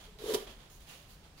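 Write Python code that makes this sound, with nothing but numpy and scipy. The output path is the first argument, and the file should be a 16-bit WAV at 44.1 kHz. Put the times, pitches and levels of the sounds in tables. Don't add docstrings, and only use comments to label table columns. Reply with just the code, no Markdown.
import sys
import numpy as np
from scipy import signal
from scipy.fft import rfft, irfft
from scipy.io import wavfile

SR = 44100
rng = np.random.default_rng(int(sys.argv[2]) if len(sys.argv) > 2 else 0)


def int16_out(signal):
    q = np.round(np.clip(np.atleast_2d(signal).T, -1, 1) * 32767)
    wavfile.write(sys.argv[1], SR, q.astype(np.int16))


N = 61739
TIME, FREQS = np.arange(N) / SR, np.fft.rfftfreq(N, 1 / SR)

# (time [s], level [dB])
FRICTION = [(.18, -84), (.19, -62), (.222, -53), (.268, -45), (.305, -39.5), (.335, -42), (.358, -40.5),
            (.378, -52), (.41, -52.5), (.455, -58), (.5, -91)]
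# (frequency [Hz], density [dB])
RASP_SPECTRUM = [(60, 1), (160, -6.5), (280, 3), (600, 7.5), (900, 2), (1700, -3), (2700, -2.5), (3250, 3),
                 (4500, -2.5), (5600, -4.5), (7200, -5), (8400, -11), (10600, -3.5), (12800, -9.5),
                 (15800, -10)]
# (start [s], level [dB], decay [s])
RIP_BURSTS = [(0.3362, -27.5, .003), (0.3426, -27, 0.0048), (0.348, -33.5, 0.0029)]
# (frequency [Hz], density [dB])
RIP_SPECTRUM = [(60, -33), (170, -0.5), (270, 10), (450, 12), (750, -1), (1000, 1.5), (1700, -1.5),
                (2600, -7.5), (3300, 3.5), (4500, -1), (6000, -1), (7400, -3.5), (8700, -10.5), (10600, -2),
                (12500, -8), (15800, -5)]
# (time [s], level [dB], half length [s])
HOLDER_TUGS = [(0.092, -59.5, 0.015), (0.16, -62, 0.0091), (0.212, -54, 0.015), (0.224, -50, 0.0069),
               (.243, -35, 0.0038), (0.254, -47, 0.0031), (.266, -40.5, 0.0058), (0.286, -36, 0.0048),
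               (.297, -28.5, 0.0035), (.309, -31, 0.0049), (0.321, -29.5, 0.0045), (0.335, -35.5, 0.00506),
               (.353, -26.5, 0.0058), (0.375, -38, 0.0029), (.385, -39.5, 0.0062), (0.404, -48, .009),
               (0.429, -47, 0.0037)]
# (start [s], rise [s], hold [s], decay [s], level [dB], tilt [dB/oct], peak [Hz])
RUSTLE_STROKES = [(0, 0.0013, 0.048, 0.056, -54.5, -1, 3300), (0.185, 0.0025, 0.062, 0.033, -54, -1, 3770),
                  (0.465, 0.0068, 0.0094, 0.019, -50, -3.5, 3300),
                  (0.487, 0.013, 0.013, 0.06, -54.5, -1, 3300),
                  (0.584, 0.018, 0.066, 0.02, -61.5, -3, 3430),
                  (0.696, 0.0054, 0.052, 0.045, -57.5, 5, 6500), (0.8, .006, 0.09, 0.13, -62.5, 1, 3320),
                  (0.864, 0.036, 0.026, 0.087, -52.5, 0, 2750), (1.079, 0.026, 0.018, 0.042, -59, 4, 4360),
                  (1.228, 0.016, 0.02, 0.021, -62.5, -3.5, 3280), (1.37, 0.0076, .03, .04, -57, -0.5, 4600)]
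# (frequency [Hz], density [dB])
RUSTLE_SPECTRUM = [(60, -27), (120, -13), (250, -2.5), (800, 0.5), (1500, -1.5), (2400, -1), (3200, 0),
                   (4300, -1), (5500, -6), (7000, -4.5), (8300, -11.5), (10300, -6.5), (12500, -11.5),
                   (15800, -8)]
# (frequency [Hz], density [dB])
VENT_SPECTRUM = [(15, -8), (40, -11.5), (65, -1), (100, -7), (160, -6), (250, -15), (500, -17),
                 (1000, -20.5), (2000, -24), (4000, -24.5), (8000, -32), (15800, -38.5)]
# (time [s], level [dB])
RUMBLE_LEVEL = [(0, -57), (.3, -58.5), (.55, -60.5), (.83, -58.5), (.92, -65), (1.06, -68), (1.12, -56.5),
                (1.2, -65), (1.4, -57.5)]
# (frequency [Hz], T60 [s])
ROOM_T60 = [(150, 0.4), (500, 0.45), (2000, 0.62), (6000, 0.3), (15000, 0.3)]
# (frequency [Hz], coherence [ratio, clipped to 0..1])
MIC_COHERENCE = [(300, 0.9), (640, 0.64), (1400, 0.14), (3000, -0.51)]
# (frequency [Hz], left minus right [dB])
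MIC_BALANCE = [(150, 1), (450, 0.5), (900, -4), (1500, -1), (2200, -3), (3200, -9), (4500, -7),
               (6500, -5.5), (8000, 1.5), (10400, -8), (13000, 0.5), (15800, -4)]


def amp(db):
    return 10 ** (np.asarray(db) / 20)


def unit(x):
    return x / np.sqrt(np.mean(x ** 2) + 1e-20)


def read(points, hz):
    f, value = np.transpose(points)
    return np.interp(np.log(hz + 1), np.log(f + 1), value)


def shaped(x, gain):
    return irfft(rfft(x) * gain, N)


def paired(x, mono_below_hz=150):
    a, b = rfft(x)
    coherence = np.clip(read(MIC_COHERENCE, FREQS), 0, 1)
    coherence = 1 - (1 - coherence) * np.minimum(FREQS / mono_below_hz, 1) ** 2
    return irfft(np.array([coherence * a + np.sqrt(1 - coherence ** 2) * b, a]), N)


def crackle(per_s, spread_db, hiss_share=0.59):
    sizes = amp(spread_db * np.minimum(rng.exponential(1, (2, N)), 4))
    signs = rng.choice([-1, 1], (2, N))
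    clicks = unit(sizes * signs * (rng.random((2, N)) < per_s / SR))
    hiss = rng.standard_normal((2, N))
    return paired(np.sqrt(1 - hiss_share) * clicks + np.sqrt(hiss_share) * hiss)


def friction():
    time_s, db = np.transpose(FRICTION)
    return amp(np.interp(TIME, time_s, db)) * (TIME > time_s[0]) * (TIME < time_s[-1])


def rasp():
    grain = crackle(per_s=5000, spread_db=4)
    return shaped(grain * friction(), unit(amp(read(RASP_SPECTRUM, FREQS))))


def rip(rise_s=0.003):
    envelope = np.zeros(N)
    for start_s, db, decay_s in RIP_BURSTS:
        age_s = TIME - start_s
        attack = np.clip(age_s / rise_s, 0, 1)
        envelope += amp(db) * attack * np.exp(-np.maximum(age_s - rise_s, 0) / decay_s)
    grain = crackle(per_s=9000, spread_db=2.8)
    return shaped(grain * envelope, unit(amp(read(RIP_SPECTRUM, FREQS))))


def holder(pitch_hz=426, waver_hz=11, waver_rate_hz=60, width_hz=320, rub_db=-4, right_lag_s=0.00016):
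    waver = unit(shaped(rng.standard_normal(N), 1 / (1 + (FREQS / waver_rate_hz) ** 4)))
    tone = unit(np.sin(2 * np.pi * np.cumsum(pitch_hz + waver_hz * waver) / SR))
    swell = sum(amp(db) * np.exp(-((TIME - at_s) / half_s) ** 2) for at_s, db, half_s in HOLDER_TUGS)
    resonance = 1 / (1 + (2 * (FREQS - pitch_hz) / width_hz) ** 2) ** 2
    rub = unit(shaped(rng.standard_normal(N), resonance))
    hum = tone * swell + amp(rub_db) * rub * friction()
    return np.array([hum, np.interp(TIME - right_lag_s, TIME, hum)])


def rustles(peak_db=6.5, peak_width_oct=0.14, knee_hz=800, left_db=-0.5):
    out, grain = np.zeros((2, N)), crackle(per_s=3000, spread_db=4)
    for start_s, rise_s, hold_s, decay_s, db, tilt_db_oct, peak_hz in RUSTLE_STROKES:
        age_s = TIME - start_s
        attack = np.clip(age_s / rise_s, 0, 1)
        release = np.exp(-np.maximum(age_s - rise_s - hold_s, 0) / decay_s)
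        scratch_db = peak_db * np.exp(-(np.log2((FREQS + 1) / peak_hz) / peak_width_oct) ** 2)
        tilt_db = tilt_db_oct * np.log2(1 + FREQS / knee_hz)
        colour = unit(amp(read(RUSTLE_SPECTRUM, FREQS) + tilt_db + scratch_db))
        out += amp(db) * attack * release * shaped(grain, colour)
    return out * amp([[left_db], [0]])


def flap(at_s=0.502, level_db=-59, half_s=0.018, pitch_hz=228):
    tone = unit(np.sin(2 * np.pi * (pitch_hz * TIME + rng.random())))
    return amp(level_db) * np.exp(-((TIME - at_s) / half_s) ** 2) * tone


def ventilation(drone_db=-58.5, rumble_hz=35.9, rumble_width_oct=0.69):
    drone = unit(shaped(paired(rng.standard_normal((2, N))), amp(read(VENT_SPECTRUM, FREQS))))
    band = np.exp(-(np.log2((FREQS + 1) / rumble_hz) / rumble_width_oct) ** 2)
    rumble = unit(shaped(rng.standard_normal(N), band))
    rumble_db = np.interp(TIME, *np.transpose(RUMBLE_LEVEL))
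    return amp(drone_db) * drone + amp(rumble_db) * rumble


def kitchen(x, onset_s=0.0029):
    hz, time_s, noise = signal.stft(paired(rng.standard_normal((2, N))), SR, nperseg=256)
    decay = amp(-60 * time_s / read(ROOM_T60, hz)[:, None])
    tail = signal.istft(noise * decay, SR, nperseg=256)[1][:, :N]
    tail *= np.clip(TIME / onset_s, 0, 1)
    return signal.fftconvolve(x, tail / np.linalg.norm(tail[0]), axes=1)[:, :N]


def scene(paper_send_db=-8, hum_send_db=-14.5):
    paper, hum = rasp() + rip(), holder()
    reverb = kitchen(amp(paper_send_db) * paper + amp(hum_send_db) * hum)
    return paper + hum + reverb + rustles() + ventilation() + flap()


def record(dry, cutoff_hz=15800):
    left_ratio = amp(read(MIC_BALANCE, FREQS))
    balance = np.array([left_ratio, np.ones_like(left_ratio)]) * np.sqrt(2 / (1 + left_ratio ** 2))
    lowpass = signal.firwin(1023, cutoff_hz, window=("kaiser", 9), fs=SR)
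    return signal.oaconvolve(shaped(dry, balance), lowpass[None], "same")


dry = scene()
out = record(dry)
int16_out(out)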